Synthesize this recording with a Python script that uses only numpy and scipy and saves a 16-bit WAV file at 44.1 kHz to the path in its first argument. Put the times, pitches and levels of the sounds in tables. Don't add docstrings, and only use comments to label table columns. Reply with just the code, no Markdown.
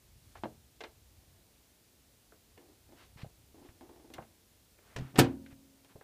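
import sys
import numpy as np
from scipy import signal
from scipy.fft import rfft, irfft, next_fast_len
from scipy.io import wavfile

SR = 44100
rng = np.random.default_rng(int(sys.argv[2]) if len(sys.argv) > 2 else 0)


def master_out(mix):
    frames = np.transpose(np.atleast_2d(mix))
    ceiling = np.clip(frames, -1, 1)
    pcm = np.round(ceiling * 32767).astype(np.int16)
    wavfile.write(sys.argv[1], SR, pcm)


N = 266187
TIME = np.arange(N) / SR
AGE = np.arange(2 ** 15) / SR

# (time [s], push [dB], crack [dB], crack's upper edge [Hz], rebound gap [s], push loss per rebound [dB])
LATCH_IMPACTS = [(4.9620, -25.5, -35, 7140, 0.023, 0), (5.142, -32.5, -47.5, 1505, 0.0057, 13),
                 (5.1568, -31.5, -33, 4500, 0.0067, 7), (5.1750, -28.5, -37, 11700, 0.006, 1),
                 (5.1838, -20, -24.5, 14500, 0.0072, 9), (5.1889, -0.5, -16, 15100, .0061, 9),
                 (5.1935, -15.5, -17.5, 14200, 0.006, 5), (5.2454, -27, -32.5, 2500, .007, -2.5)]
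# (frequency [Hz], level [dB], T60 [s])
CASE_MODES = [(71.7, -39.5, 0.85), (105.2, -17.5, 0.25), (129.9, -18, 0.32), (172, -37, 0.084),
              (188.8, -35, 0.31), (228.4, -43.5, 1.1), (243, -22.5, 0.38), (271, -42.5, 1.66),
              (268.3, -18.5, 0.38), (280, -57.5, 1.4), (301, -27.5, 0.34), (338, -46, 0.73),
              (349.4, -22.5, 0.27), (357, -48, 0.72), (414, -27, 0.15), (469, -25.5, 0.19),
              (521, -30.5, 0.22), (538, -60.5, 1.8), (730, -19, 0.11), (780, -40.5, 0.22), (844, -43, 0.21),
              (945, -31.5, 0.11), (940, -65.5, 1.1), (1326, -26.5, 0.14), (2510, -35.5, 0.17),
              (2910, -33, .1), (4520, -35, .09), (6340, -42, .1), (8170, -13, 0.011)]
# (frequency [Hz], spectral level [dB])
PANEL_SPECTRUM = [(100, -0.5), (350, 8.5), (750, 2.5), (1150, -4.5), (1600, -1), (2000, -3.5), (3000, -4.5),
                  (5000, -9.5), (7000, -12.5), (8400, -12.5), (10500, -16), (13000, -13.5), (15000, -14)]
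# (frequency [Hz], T60 [s])
PANEL_DECAY = [(100, 0.77), (400, 0.27), (1000, 0.25), (2500, 0.16), (6000, .17), (15000, 0.044)]
# (frequency [Hz], spectral level [dB])
CAVITY_SPECTRUM = [(110, -27), (180, -1.5), (300, 3.5), (400, -16), (520, -3.5), (700, -16), (1500, -40.5)]
# (time [s], level [dB], lower edge [Hz], upper edge [Hz])
PLASTIC_TAPS = [(.3540, -48, 880, 1250), (0.435, -44, 740, 4420), (.4420, -36, 560, 990),
                (0.806, -42.5, 420, 7140), (.8230, -45.5, 415, 760), (0.8369, -40, 407, 5530),
                (2.3215, -50.5, 330, 1400), (2.5750, -50.5, 280, 2850), (3.217, -48, 1540, 5130),
                (3.245, -47.5, 504, 865), (3.6872, -55.5, 606, 3000), (4.1375, -44.5, 1900, 14000),
                (4.1815, -39.5, 750, 1300), (4.2230, -50, 490, 2000), (4.786, -57.5, 294, 2510),
                (5.4614, -54, 1300, 4050), (5.846, -56.5, 399, 11030), (5.9570, -48, 470, 816),
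                (6.0104, -49, 345, 2010)]
# (frequency [Hz], level [dB], T60 [s])
PLASTIC_MODES = [(437, -3, 0.17), (595, -10, 0.11), (1049, -12, 0.14), (1550, -9.5, 0.12),
                 (2117, -2.5, 0.081), (2810, -4.5, 0.077), (3440, -8.5, 0.033), (4130, -16, 0.24)]
# (time [s], level [dB])
HOLLOW_KNOCKS = [(0.4362, -36.5), (0.4560, -42), (0.809, -67), (0.8375, -65), (4.1828, -51)]
# (frequency [Hz], level [dB], T60 [s])
HOLLOW_MODES = [(125, -11, 0.57), (167.7, -17, 0.44), (224, -1.5, 0.32), (314, -6.5, 0.16),
                (339, 0.5, 0.073), (435, -12.5, 0.13), (650, 6, 0.027), (820, -8, 0.057),
                (853, -4.5, 0.036), (880, -4, .06), (1250, -44, .08)]
# (time [s], level [dB], frequency [Hz])
SOFT_BUMPS = [(3.160, -39, 125), (3.233, -27, 126), (3.690, -43, 72), (4.19, -35.5, 137),
              (4.9602, -29.5, 78), (4.9962, -26.5, 115.7), (5.0206, -24, 115), (5.526, -39.5, 108),
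              (5.954, -39.5, 125)]
# (start [s], end [s], first knock [dB], following knocks [dB])
PATTER_RUNS = [(2.579, 2.72, -55, -62.5), (2.889, 2.95, -60, -56.5), (3.545, 3.67, -56.5, -56.5),
               (3.810, 3.86, -49, -56), (3.892, 4.02, -52, -57), (4.044, 4.09, -56.5, -88),
               (4.103, 4.15, -53, -55.5)]
# (frequency [Hz], spectral level [dB])
PATTER_SPECTRUM = [(150, -50), (240, -3), (330, 5), (430, -6.5), (560, -9.5), (830, -8.5), (1200, -22.5),
                   (3000, -31), (9000, -45)]
# (start [s], end [s], level [dB], frequency that places the band [Hz])
RUB_STROKES = [(0.121, 0.60, -71, 6000), (0.343, 0.398, -58, 1180), (1.151, 1.65, -73.5, 345),
               (2.947, 3.082, -61, 1860), (3.161, 3.24, -56.5, 1570), (3.611, 3.697, -69, 1757),
               (4.135, 4.192, -57.5, 650), (4.801, 5.023, -64.5, 1040), (4.938, 5.155, -60, 1047),
               (5.499, 5.544, -62, 1240), (5.881, 5.94, -65.5, 1150)]
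# (frequency [Hz], spectral level [dB])
ROOM_SPECTRUM = [(15, -44), (25, -19), (40, -9.5), (60, -2.5), (100, -6.5), (150, -11), (250, -10.5),
                 (400, -14), (700, -18), (1200, -23.5), (4000, -21.5), (8000, -23), (15000, -24.5)]
# (time [s], level [dB])
RUMBLE_ENVELOPE = [(0.0, -65.5), (0.49, -60.5), (0.68, -71), (1.19, -64), (1.66, -77.5), (2.97, -67.5),
                   (3.4, -66), (4.39, -70), (4.9, -79)]


def door(softest_hz=135, hardening_hz=9000, thud_db=-11, cavity_db=-50, cavity_t60=1.0):
    pushes, out = np.zeros(N), np.zeros(N)
    lead_s = .008
    for s, push_db, crack_db, edge_hz in latch_contacts():
        force = from_db(push_db)
        add(pushes, s, -force * band((AGE == 0) + 1e-18, 20, softest_hz + hardening_hz * force ** 2))
        add(out, s - lead_s, -force * from_db(thud_db) * thud(width_s=0.0015, delay_s=lead_s + 0.00073))
        dense = band(noise(PANEL_SPECTRUM, len(AGE)), 120, edge_hz)
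        crack = panel_burst(dense, crack_t60=0.047, tail_db=-10, spread_s=0.00093)
        add(out, s, from_db(crack_db) * crack)
        murmur = noise(CAVITY_SPECTRUM, len(AGE)) * fade(cavity_t60)
        add(out, s, force * from_db(cavity_db) * murmur)
    return ring(pushes, CASE_MODES[::2]) - ring(pushes, CASE_MODES[1::2]) + out


def latch_contacts(crack_loss_db=10):
    return [(s + k * gap_s, push_db - k * push_loss_db, crack_db - k * crack_loss_db, edge_hz)
            for s, push_db, crack_db, edge_hz, gap_s, push_loss_db in LATCH_IMPACTS for k in range(3)]


def thud(width_s, delay_s):
    u = (AGE - delay_s) / width_s
    return (1 - u ** 2) * np.exp(-u ** 2 / 2)


def ring(force, modes):
    out = np.zeros(len(force))
    for hz, db, t60 in modes:
        radius, angle = from_db(-60 / (t60 * SR)), 2 * np.pi * hz / SR
        feedback = [1, -2 * radius * np.cos(angle), radius ** 2]
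        out += from_db(db) * signal.lfilter([.5, 0, -.5], feedback, force + 1e-18)
    return out


def panel_burst(dense, crack_t60, tail_db, spread_s, sustain=1):
    centres = np.geomspace(100, 16000, num=8)
    hz, spectrum, tail = np.fft.rfftfreq(len(AGE), 1 / SR), rfft(dense), 0
    for centre, share in zip(centres, np.eye(len(centres))):
        subband = irfft(spectrum * at_hz(np.c_[centres, share], hz))
        tail = tail + subband * fade(sustain * at_hz(PANEL_DECAY, centre))
    build_up = 1 - np.exp(-AGE / spread_s)
    return (dense * fade(crack_t60) + from_db(tail_db) * tail) * build_up


def taps(ring_db=-14):
    out = np.zeros(N)
    tone = from_db(ring_db) * ring(AGE == 0, PLASTIC_MODES)
    for s, db, low_hz, high_hz in tap_contacts():
        dense = band(noise(PANEL_SPECTRUM, len(AGE)), low_hz, high_hz, order=3)
        crack = panel_burst(dense, crack_t60=0.025, tail_db=-9.5, spread_s=0.0012, sustain=0.72)
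        click = crack + band(tone, low_hz, high_hz, order=3)
        add(out, s, from_db(db) * click / np.std(dense))
    return out


def tap_contacts(seat_s=.0043, edge_share=0.58, firm_db=-42.5, loss_per_db=5.1):
    seats = []
    for s, db, low_hz, high_hz in PLASTIC_TAPS:
        seat_db = db - loss_per_db * max(firm_db - db, 0)
        seats.append((s + seat_s, seat_db, low_hz, max(low_hz, high_hz * edge_share)))
    return list(PLASTIC_TAPS) + seats


def knocks():
    impulses = np.zeros(N)
    for s, db in HOLLOW_KNOCKS:
        add(impulses, s, -from_db([db]))
    return band(ring(impulses, HOLLOW_MODES), 37, 1400)


def bumps(settle_s=0.029, settle_loss_db=9.5):
    out = np.zeros(N)
    for s, db, hz in SOFT_BUMPS:
        swing = np.sin(2 * np.pi * hz * AGE) * (fade(0.028) - fade(0.01026))
        swing *= 0.5 / swing.max()
        add(out, s, from_db(db) * swing)
        add(out, s + settle_s, from_db(db - settle_loss_db) * swing)
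    return out


def patter(gap_s=.035, jitter_s=0.00102):
    contacts, out = [], np.zeros(N)
    for start, end, first_db, following_db in PATTER_RUNS:
        contacts.append((start, first_db))
        for s in np.arange(start + gap_s, end, gap_s):
            contacts.append((s + jitter_s * rng.standard_normal(), following_db))
    decay = fade(0.17) + from_db(-16.5) * fade(1.0)
    for s, db in contacts:
        add(out, s, from_db(db) * noise(PATTER_SPECTRUM, len(AGE)) * decay)
    return out


def rubs(grain_db=1.0, grain_hz=250):
    out = np.zeros(N)
    for start, end, db, hz in RUB_STROKES:
        grip, white = rng.standard_normal((2, len(AGE)))
        grain = from_db(grain_db * rms_one(band(grip, 20, grain_hz)))
        hiss = rms_one(band(white * grain, hz * 0.056, hz * 1.77))
        swell = np.sin(np.pi * np.clip(AGE / (end - start), 0, 1))
        add(out, start, from_db(db) * hiss * swell)
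    return out


def kitchen_reflections(direct, t60=0.29, wall_hz=2500, gap_s=0.002, level_db=-27):
    echoes = band(rng.standard_normal(len(AGE)), 150, wall_hz) * fade(t60) * (AGE > gap_s)
    echoes /= np.sqrt(np.sum(echoes ** 2))
    return from_db(level_db) * signal.fftconvolve(direct, echoes)[:N]


def room_tone(level_db=-65.5):
    return from_db(level_db) * noise(ROOM_SPECTRUM, next_fast_len(N))[:N]


def low_rumble():
    envelope = from_db(np.interp(TIME, *np.transpose(RUMBLE_ENVELOPE)))
    return envelope * rms_one(band(rng.standard_normal(N), 50, 100, order=3))


def from_db(db):
    return 10 ** (np.asarray(db) / 20)


def rms_one(x):
    return x / np.sqrt(np.mean(x ** 2) + 1e-20)


def at_hz(points, hz):
    frequencies, values = np.transpose(points)
    return np.interp(np.log(np.maximum(hz, 1)), np.log(frequencies), values)


def add(out, s, sound):
    at = round(s * SR)
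    out[at:at + len(sound)] += sound[:N - at]


def band(x, low_hz, high_hz, order=2):
    for hz, kind in ((low_hz, "high"), (high_hz, "low")):
        x = signal.sosfilt(signal.butter(order, min(hz, SR / 2 - 1000), kind, fs=SR, output="sos"), x)
    return x


def noise(spectrum, size):
    gain = from_db(at_hz(spectrum, np.fft.rfftfreq(size, 1 / SR)))
    return rms_one(irfft(rfft(rng.standard_normal(size)) * gain, size))


def fade(t60):
    return np.exp(-np.log(1000) * AGE / t60)


def scene():
    direct = door() + taps() + knocks() + bumps() + patter() + rubs()
    return (direct + kitchen_reflections(direct) + room_tone() + low_rumble())[None]


def record(dry, cutoff_hz=15400):
    return signal.sosfilt(signal.ellip(12, .1, 80, cutoff_hz, fs=SR, output="sos"), dry)


dry = scene()
out = record(dry)
master_out(out)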